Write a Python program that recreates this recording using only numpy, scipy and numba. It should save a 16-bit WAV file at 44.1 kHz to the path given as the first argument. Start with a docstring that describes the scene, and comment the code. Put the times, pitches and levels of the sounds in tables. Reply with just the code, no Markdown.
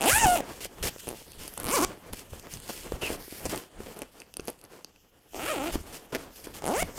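"""Zipping a padded bag shut

Four pulls and a few nudges, close to a clip-on microphone in a dry room. Each tooth knocks the bag's panels and
cracks in the slider. Fibres rustle, padding rumples, the bag heaves and bumps; hands stroke and scrape the
nylon, the pull tab ticks, the strap squeaks once."""
import sys
import numpy as np
from scipy import signal
from scipy.fft import rfft, irfft
from scipy.io import wavfile
from scipy.ndimage import uniform_filter1d
from numba import njit

SR = 44100
rng = np.random.default_rng(int(sys.argv[2]) if len(sys.argv) > 2 else 0)


def master(y):
    """Save y as 16-bit WAV."""
    cut = np.clip(np.atleast_2d(y).T, -1, 1)
    pcm = np.round(cut * 32767)  # scale
    wavfile.write(sys.argv[1], SR, pcm.astype(np.int16))


N = 308126

# handled cloth: (time [s], rustle [dB], rumple [dB])
CLOTH_LEVELS = [(.41, -56, -43), (.64, -63, -57), (1.05, -47, -55), (1.2, -58, -53.5), (1.45, -53, -57.5),
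                (1.85, -49, -39.5), (1.95, -59.5, -55.5), (2.2, -60, -57.5), (2.7, -50.5, -51),
                (3.1, -54, -45), (3.25, -50.5, -54.5), (3.58, -44, -43.5), (3.65, -67, -66),
                (3.95, -56.5, -48), (4.16, -66.5, -61.5), (4.5, -68.5, -58), (4.95, -69, -64.5),
                (5.28, -68.5, -66), (5.36, -45.5, -45.5), (5.72, -46, -42), (5.95, -61.5, -62.5),
                (6.19, -64.5, -54.5), (6.42, -53, -53), (6.62, -55, -50.5), (6.92, -52, -49),
                (6.987, -41.5, -46.5)]
# rubbing fibres: (frequency [Hz], density [dB])
FIBRE_SPECTRUM = [(710, -47), (1200, -8.5), (1780, -2), (3010, 3), (3840, -0.5), (5160, 1), (5760, -1),
                  (8930, -0.5), (14900, -4.5), (16000, -20), (16500, -32.5)]
# padding: (centre [Hz], width [Hz], gain [dB])
PADDING_MODES = [(171.1, 151.6, -3.5), (299.4, 136, 3), (426.8, 223.3, 2), (880, 1193, -8)]


def undb(db):
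    return 10 ** (np.asarray(db) / 20)


def unit(x):
    return x / np.sqrt(np.mean(x ** 2))


def levelled(x):
    """Running rms held at 1 over 30 ms."""
    return x / np.sqrt(uniform_filter1d(x ** 2, size=1300, mode="reflect") + 1e-9)


def curves(rows):
    """Columns of a timed table, one value per sample."""
    times_s, *columns = np.transpose(rows)
    return [np.interp(np.arange(N) / SR, times_s, column) for column in columns]


def add(track, x, start_s):
    i = int(start_s * SR)
    track[i:i + len(x)] += x[:N - i]


@njit
def bandpass(x, hz, width_hz):
    """State-variable filter, gain 1 at its moving centre."""
    y, band, low = np.empty(len(x)), 0., 0.
    for i in range(len(x)):
        g, damping = np.tan(np.pi * hz[i] / SR), width_hz / hz[i]
        v = (band + g * (x[i] + 1e-18 - low)) / (1 + g * (g + damping))
        band, low = 2 * v - band, low + 2 * g * v
        y[i] = damping * v
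    return y


def ring(x, modes):
    """Sum of resonances of alternating sign."""
    return sum((-1) ** k * undb(db) * bandpass(x, np.full(len(x), float(hz)), float(width_hz))
               for k, (hz, width_hz, db) in enumerate(modes))


def flexing_ring(x, modes, swing_db):
    """Resonances that swell and fade separately as the bag flexes."""
    return sum((-1) ** k * undb(swing_db * wander(40)[:len(x)]) * ring(x, [mode])
               for k, mode in enumerate(modes))


def wander(rate_hz):
    """Random steps, smoothed twice."""
    hold = int(SR / rate_hz)
    steps = np.repeat(rng.standard_normal(N // hold + 1), hold)
    return uniform_filter1d(uniform_filter1d(steps, hold), hold)[:N]


def grit(n, scatter_db, share):
    """Noise in which a share of the samples are fibre slips of uneven size."""
    slips = (rng.random(n) < share) * undb(scatter_db * np.minimum(rng.exponential(size=n), 3))
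    return unit(rng.standard_normal(n) * (1 + slips))


def coloured(x, spectrum):
    """x shaped by (Hz, dB) points, at rms 1."""
    hz, db = np.transpose(spectrum)
    bins_hz = np.maximum(np.fft.rfftfreq(len(x), 1 / SR), 1)
    gain = undb(np.interp(np.log(bins_hz), np.log(hz), db))
    return unit(irfft(rfft(x) * gain, len(x)))


@njit
def tooth_pulses(hz, rate_factor, strength):
    """One pulse per tooth, split between two samples; each gap has its own length."""
    pulses, phase, tooth = np.zeros(len(hz) + 1), .999, 0
    for i in range(len(hz)):
        step = hz[i] * rate_factor[tooth] / SR
        phase += step
        if phase >= 1:
            phase, tooth = phase - 1, tooth + 1
            pulses[i] += strength[tooth] * phase / step
            pulses[i + 1] += strength[tooth] * (1 - phase / step)
    return pulses[:-1]


def slider_run(hz, knock_db, crack_rel_db, zing_rel_db, panels, jitter, scatter_db):
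    """Teeth knock the panels, whose upper modes zing; each also cracks and fizzes in the slider."""
    # (centre [Hz], width [Hz], gain [dB])
    slider_modes = [(2717, 554, -2.5), (4234, 6100, -6.5), (6930, 3820, -1), (9870, 4300, -3),
                    (13320, 10500, -10)]
    n, fizz_s = len(hz), .0006
    hz = hz * (1 + .012 * wander(60)[:n])  # hand speed wavers
    gap_draw, strength_draw = rng.standard_normal((n // 20 + 2, 2)).T
    pulses = tooth_pulses(hz, np.clip(1 + jitter * gap_draw, .3, 3), undb(scatter_db * strength_draw))
    fizz = signal.lfilter([1], [1, -np.exp(-1 / (fizz_s * SR))], pulses)
    friction = fizz + .22 * hz / 1000  # slider scrapes the tape more at speed
    crack = flexing_ring(pulses + .2 * friction * rng.standard_normal(n), slider_modes, swing_db=2.5)
    push = pulses + .04 * friction * rng.standard_normal(n)
    knock = levelled(ring(push, panels[:2]))
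    zing = levelled(flexing_ring(push, panels[2:], swing_db=4.5))
    zing *= undb(1.5 * wander(70)[:n])  # tape flexes
    return undb(knock_db) * (knock + undb(zing_rel_db) * zing - undb(crack_rel_db) * levelled(crack))


def pulls():
    """Four long slider runs; faster teeth zing more, 1 dB per octave."""
    # per pull: (time [s], tooth rate [Hz], knock [dB], crack [dB])
    gestures = [
        [(.009, 116.6, -31, -32), (.047, 233.3, -26, -31.5), (.07, 355.1, -22.5, -27.5),
         (.09, 504.1, -23.5, -21), (.14, 792.2, -41, -25.5), (.165, 880, -24.5, -23), (.201, 961.8, -37.5, -29),
         (.241, 895, -18, -26), (.265, 745, -20.5, -30), (.357, 687.1, -23.5, -33.5),
         (.373, 338.2, -31.5, -32.5), (.41, 234.8, -33.5, -49)],
        [(1.633, 91.54, -37.5, -38), (1.669, 137.1, -39, -38.5), (1.687, 220.8, -31.5, -35.5),
         (1.723, 455.2, -32, -30.5), (1.743, 554, -24, -29), (1.757, 585.7, -30, -27.5),
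         (1.767, 523.1, -24, -28.5), (1.801, 263, -26.5, -34.5), (1.85, 403, -25.5, -27)],
        [(5.334, 84.83, -40.5, -55), (5.375, 137.6, -40.5, -60.5), (5.397, 218.7, -38.5, -50.5),
         (5.443, 315.1, -38.5, -44.5), (5.473, 531.9, -40.5, -44), (5.501, 638.5, -32, -39.5),
         (5.527, 573.9, -31, -43.5), (5.575, 285.1, -34, -47), (5.605, 253, -32.5, -48.5),
         (5.679, 356.9, -33.5, -48), (5.71, 294.3, -38.5, -54.5)],
        [(6.622, 39.69, -41, -50.5), (6.642, 61.58, -36.5, -47), (6.668, 125, -29.5, -33),
         (6.7, 222.1, -27.5, -44), (6.722, 296, -28.5, -42), (6.749, 413.9, -28, -39),
         (6.803, 685.4, -31.5, -32), (6.815, 762.4, -44.5, -33.5), (6.83, 686, -26.5, -34.5)],
    ]
    # per pull, panels near the slider: (centre [Hz], width [Hz], gain [dB])
    panel_modes = [
        [(257.4, 101.5, 7.5), (768.6, 150, 10), (1561, 480, 0.5), (2360, 2600, -5)],
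        [(257.4, 123.3, 2), (1142, 288, -4), (2280, 238, -1), (2890, 167, -6.5)],
        [(325, 85, 4), (745, 185, 1.5), (1338, 131, 6.5), (2500, 1140, -1)],
        [(230, 324, 6), (767, 289, 9), (1534, 396, 5.5), (2196, 346, 4.5)],
    ]
    # per pull: (zing over crack at 500 Hz [dB])
    zings_db = [-3.5, -9.5, 8.5, -1.5]
    # per pull: (tooth gap spread [ratio], tooth strength spread [dB])
    roughness = [(.022, 2.5), (.025, 2.0), (.035, 2.5), (.018, 2.0)]
    out = np.zeros(N)
    for rows, panels, zing_db, spreads in zip(gestures, panel_modes, zings_db, roughness):
        start_s, end_s = rows[0][0], rows[-1][0]
        hz, knock_db, crack_db = (c[int(start_s * SR):int(end_s * SR)] for c in curves(rows))
        crack_rel_db = crack_db - knock_db
        zing_rel_db = crack_rel_db + zing_db + np.log2(hz / 500)
        add(out, slider_run(hz, knock_db, crack_rel_db, zing_rel_db, panels, *spreads), start_s)
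    return out


def cloth():
    """Fibres rustle in the treble, padding rumples below."""
    rustle_db, rumple_db = curves(CLOTH_LEVELS)
    fibres = coloured(grit(N, scatter_db=4.5, share=.006), FIBRE_SPECTRUM)
    # folds of different size sound at different moments
    folds = sum((-1) ** k * bandpass(fibres, np.full(N, hz), hz / 2) * undb(2.5 * wander(15))
                for k, hz in enumerate(1500 * 2 ** np.arange(0, 3.6, .5)))
    rustle = unit(folds) * undb(3 * wander(60))
    padding = unit(ring(grit(N, scatter_db=7, share=.0077), PADDING_MODES))
    rumple = padding * undb(5.84 * wander(35) + 1.49 * wander(9.8))
    return undb(rustle_db) * rustle + undb(rumple_db) * rumple


def heaves():
    """The bag heaves near the microphone: low puffs over a floor that follows the rumple."""
    # (time [s], peak [dB])
    puffs = [(.13, -33), (.25, -29), (.64, -47.5), (.84, -32), (1.08, -45.5), (1.4, -46), (1.65, -43.5),
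             (1.85, -45.5), (2.12, -46), (2.33, -45), (2.57, -44), (2.94, -37), (3.13, -44), (3.46, -36.5),
             (3.79, -46), (4.42, -51), (5.43, -61.5), (5.76, -32.5), (5.93, -48), (6.17, -57),
             (6.48, -53.5), (6.65, -50.5), (6.831, -35), (6.99, -51.5)]
    rise_db_per_s, fall_db_per_s, floor_rel_db = 398.5, 262.5, -5.5
    t, puff_db = np.arange(N) / SR, np.full(N, -120.)
    for peak_s, peak_db in puffs:
        slopes_db = np.minimum(rise_db_per_s * (t - peak_s), fall_db_per_s * (peak_s - t))
        puff_db = np.maximum(puff_db, peak_db + slopes_db)
    _, rumple_db = curves(CLOTH_LEVELS)
    bass = unit(ring(rng.standard_normal(N), [(30, 30, 0), (110, 130, -7)])) * undb(2 * wander(15))
    return (undb(puff_db) + undb(rumple_db + floor_rel_db)) * bass


def bumps():
    """Bumped padding: a noisy ring that falls by 1/e per cycle."""
    # (time [s], peak [dB], pitch [Hz])
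    blows = [(.259, -12.5, 323.8), (.405, -17.5, 584), (.654, -26.5, 565.7), (.962, -30, 480),
             (1.576, -26, 935), (1.602, -36.5, 186), (2.132, -32, 220), (2.334, -29, 545),
             (2.536, -36.5, 151), (2.696, -26, 646), (2.921, -17, 453.5), (3.034, -19, 390),
             (3.103, -19.5, 452), (3.28, -33.5, 371), (3.325, -29.5, 301), (3.491, -31.5, 207),
             (3.575, -33, 323), (3.804, -26.5, 393), (4.396, -24.5, 406), (5.756, -13.5, 323.4),
             (6.1295, -27, 416), (6.471, -28, 409.5), (6.825, -16, 546), (6.979, -27, 899)]
    out = np.zeros(N)
    for start_s, peak_db, hz in blows:
        cycles = np.arange(int(6 * SR / hz)) * hz / SR
        grain = uniform_filter1d(rng.standard_normal(len(cycles)), 1 + int(SR / hz / 6))
        thud = np.exp(-cycles) * (np.sin(2 * np.pi * cycles) + grain)
        add(out, undb(peak_db) * thud / np.abs(thud).max(), start_s)
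    return out


def rub(length_s, padding_rel_db):
    """Weave and padding rubbed together."""
    n = int(length_s * SR)
    weave = coloured(grit(n, scatter_db=6.5, share=.03), FIBRE_SPECTRUM)
    padding = unit(ring(grit(n, scatter_db=7.5, share=.012), PADDING_MODES))
    return weave + undb(padding_rel_db) * padding


def strokes():
    """A slow hand on the cloth: friction swells and fades."""
    # (time [s], length [s], weave [dB], padding re weave [dB])
    passes = [(.44, 0.245, -50.5, 0), (1.138, 0.13, -50, -21.5), (1.38, 0.1363, -45, -4),
              (2.149, 0.1003, -46.5, -8), (2.321, 0.087, -55.5, 2.5), (2.492, 0.101, -48, -18),
              (2.645, 0.286, -44.5, -17), (3.284, 0.19, -48, -10), (3.539, 0.158, -52, 4.5),
              (3.785, 0.132, -53.5, 3), (3.898, 0.053, -51.5, 3.5), (4.142, 0.121, -59, 6),
              (4.41, 0.184, -59.5, 3.5), (4.492, 0.048, -63, 3), (4.692, 0.165, -59.5, 7),
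              (5.843, 0.221, -52.5, 4), (6.169, 0.1133, -51.5, 6), (6.353, 0.0413, -49.5, -10.5)]
    out = np.zeros(N)
    for start_s, length_s, db, padding_rel_db in passes:
        friction = rub(length_s, padding_rel_db)
        swell = np.sin(np.pi * np.linspace(0, 1, len(friction)) ** .634)
        add(out, undb(db) * swell * friction, start_s)
    return out


def scrapes():
    """A hand or strap dragged over nylon catches at once and lets go quickly."""
    # (time [s], length [s], weave [dB], padding re weave [dB])
    drags = [(0.604, 0.0674, -39, -8), (0.826, 0.0709, -31, -4.5), (0.995, 0.0147, -42, -25.5),
             (2.127, 0.023, -44, 1), (2.514, 0.0503, -46, -11.5), (2.69, 0.0203, -39.5, 2.5),
             (3.011, 0.156, -40.5, 2), (3.494, .035, -37.5, -3.5), (5.726, 0.0345, -38.5, -0.5),
             (5.925, 0.058, -44.5, -5.5), (6.122, 0.0277, -50, 14.5), (6.439, 0.0253, -44.5, -8),
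             (6.538, 0.0592, -45.5, -3.5)]
    out = np.zeros(N)
    for start_s, length_s, db, padding_rel_db in drags:
        friction = rub(length_s, padding_rel_db)
        grip = np.interp(np.linspace(0, 1, len(friction)), [0, .04, .8, 1], [.032, .915, 1, .185])
        add(out, undb(db) * grip * friction, start_s)
    return out


def ticks():
    """The pull tab ticks: a blow rings the tab modes nearest its pitch and taps the padding; fainter ticks of
    the same kind fall at random, following the rustle."""
    # (time [s], peak [dB], pitch [Hz])
    blows = [(.9836, -32, 2960), (.9926, -36.5, 5220), (1.0824, -30, 8200), (1.089, -20.5, 6440),
             (1.319, -33, 8040), (1.479, -22, 11600), (1.5384, -29, 8740), (1.5775, -22.5, 8640),
             (1.6003, -18.5, 8650), (2.1329, -22, 11600), (2.195, -30, 8460), (2.3965, -28.5, 8040),
             (2.5381, -23.5, 5440), (2.5721, -31.5, 8070), (2.601, -30.5, 7540), (2.6206, -38.5, 6880),
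             (3.0155, -28.5, 2750), (3.5597, -22, 9210), (3.5764, -23, 4980), (3.9906, -26, 5070),
             (4.202, -30.5, 4270), (4.2187, -31, 2740), (4.34, -31, 4700), (4.369, -20.5, 11300),
             (4.3974, -26.5, 4700), (4.406, -33, 9000), (4.454, -34, 9180), (4.468, -44, 9000),
             (4.5905, -44.5, 4710), (4.4747, -25, 8900), (4.5018, -24, 11000), (4.614, -36, 8600),
             (4.6401, -35, 8500), (4.6504, -37, 6300), (4.8462, -23.5, 4600), (4.9608, -43.5, 2803)]
    # (centre [Hz], width [Hz], gain [dB])
    tab_modes = [(2632, 243, 6.5), (4720, 650, 0.5), (6343, 320, 1), (8824, 720, 3), (9120, 307, 3),
                 (11054, 740, 6), (14910, 1400, -9.5)]
    faint_per_s, blow_s, scatter_db, fall_db_per_oct, tap_rel_db = 3, .00022, 3, 7.5, -15.5
    out, t = np.zeros(N), np.arange(500) / SR
    when, softness, pitch = rng.random((int(faint_per_s * N / SR), 3)).T
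    faint_s = when * N / SR
    cloth_s, rustle_db, _ = np.transpose(CLOTH_LEVELS)
    faint_db = np.interp(faint_s, cloth_s, rustle_db) + 19 - 8 * softness
    faint_ticks = zip(faint_s, faint_db, 2700 * 4 ** pitch)
    tap = ring(1. * (t == 0), PADDING_MODES)
    for start_s, peak_db, blow_hz in [*blows, *faint_ticks]:
        blow = rng.standard_normal(len(t)) * np.exp(-t / blow_s)
        modes = []
        for hz, width_hz, db in tab_modes:
            loss_db = fall_db_per_oct * abs(np.log2(hz / blow_hz))
            modes.append((hz, width_hz, db + scatter_db * rng.standard_normal() - loss_db))
        tab = ring(blow, modes)
        tick = tab / np.abs(tab).max() + undb(tap_rel_db) * tap / tap.max()
        add(out, undb(peak_db) * tick, start_s)
    return out


def nudges():
    """Short tugs on the slider, hardest at the start; crack and zing die before the knock."""
    # (time [s], length [s], tooth rate [Hz], knock [dB], crack re knock [dB], zing re knock [dB])
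    tugs = [(1.072, 0.083, 127.1, -35.5, -9, -29), (3.455, 0.0185, 299.5, -27.5, -3.5, -19.5),
            (3.964, 0.051, 194.3, -42, -9.5, -24.5), (4.019, 0.0147, 299, -33.5, -4, -23),
            (4.482, 0.0208, 260.2, -30.5, -6.5, -30.5), (6.1492, 0.022, 269.6, -26, -11, -4),
            (3.862, 0.0353, 238.8, -41, -27, -7.5)]
    # (centre [Hz], width [Hz], gain [dB])
    panel_modes = [(365, 255, 10.5), (784, 790, -4.5), (1600, 800, 0)]
    out = np.zeros(N)
    for start_s, length_s, hz, knock_db, crack_rel_db, zing_rel_db in tugs:
        n = int(length_s * SR)
        fade_db, dull_db = np.linspace(0, -10, n), np.linspace(0, -8, n)
        run = slider_run(np.full(n, float(hz)), knock_db + fade_db, crack_rel_db + dull_db,
                         zing_rel_db + dull_db, panel_modes, jitter=.14, scatter_db=2.5)
        add(out, run, start_s)
    return out


def strap_squeak():
    """A narrow band of friction noise slides down."""
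    start_s, length_s, level_db = 3.015, .075, -35
    out, n = np.zeros(N), int(length_s * SR)
    hz = np.linspace(2950, 2400, n)
    squeak = unit(bandpass(grit(n, scatter_db=-6, share=.03), hz, width_hz=140.))
    add(out, undb(level_db) * signal.windows.tukey(n, .2) * squeak, start_s)
    return out


def room(bag):
    """Adds a short, soft tail and the room's hush."""
    # (frequency [Hz], density [dB])
    hush_spectrum = [(18, -31.5), (30, 5.5), (101, -5), (533, -7.5), (1570, -37.5), (2890, -4.5),
                     (7470, -42.5), (11100, -34), (15200, -24.5), (16500, -48)]
    t60_s, delay_s, tail_db, hush_db = .25, .004, -20, -71.5
    t = np.arange(int(.3 * SR)) / SR
    tail = bandpass(rng.standard_normal(len(t)), np.full(len(t), 1500.), width_hz=6000.)
    tail *= np.exp(-np.log(1000) * t / t60_s) * (t > delay_s)
    wet = signal.fftconvolve(bag, tail / np.sqrt(np.sum(tail ** 2)))[:N]
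    hush = coloured(rng.standard_normal(N), hush_spectrum)
    return bag + undb(tail_db) * wet + undb(hush_db) * hush


def scene():
    """The bag in the room, mono."""
    zipper = pulls() + nudges()
    fabric = cloth() + heaves() + scrapes() + strokes() + strap_squeak()
    return room(zipper + fabric + ticks() + bumps())[None]


def record(dry):
    """Clip-on microphone: the echo off the wearer's chest dips one band; a low-pass cuts the top."""
    notch_hz, width_hz, notch_share, top_hz = 3856., 746., .274, 15900
    notched = dry[0] - notch_share * bandpass(dry[0], np.full(N, notch_hz), width_hz)
    return signal.sosfilt(signal.ellip(8, .2, 60, top_hz, fs=SR, output="sos"), notched)[None]


dry = scene()
out = record(dry)
master(out)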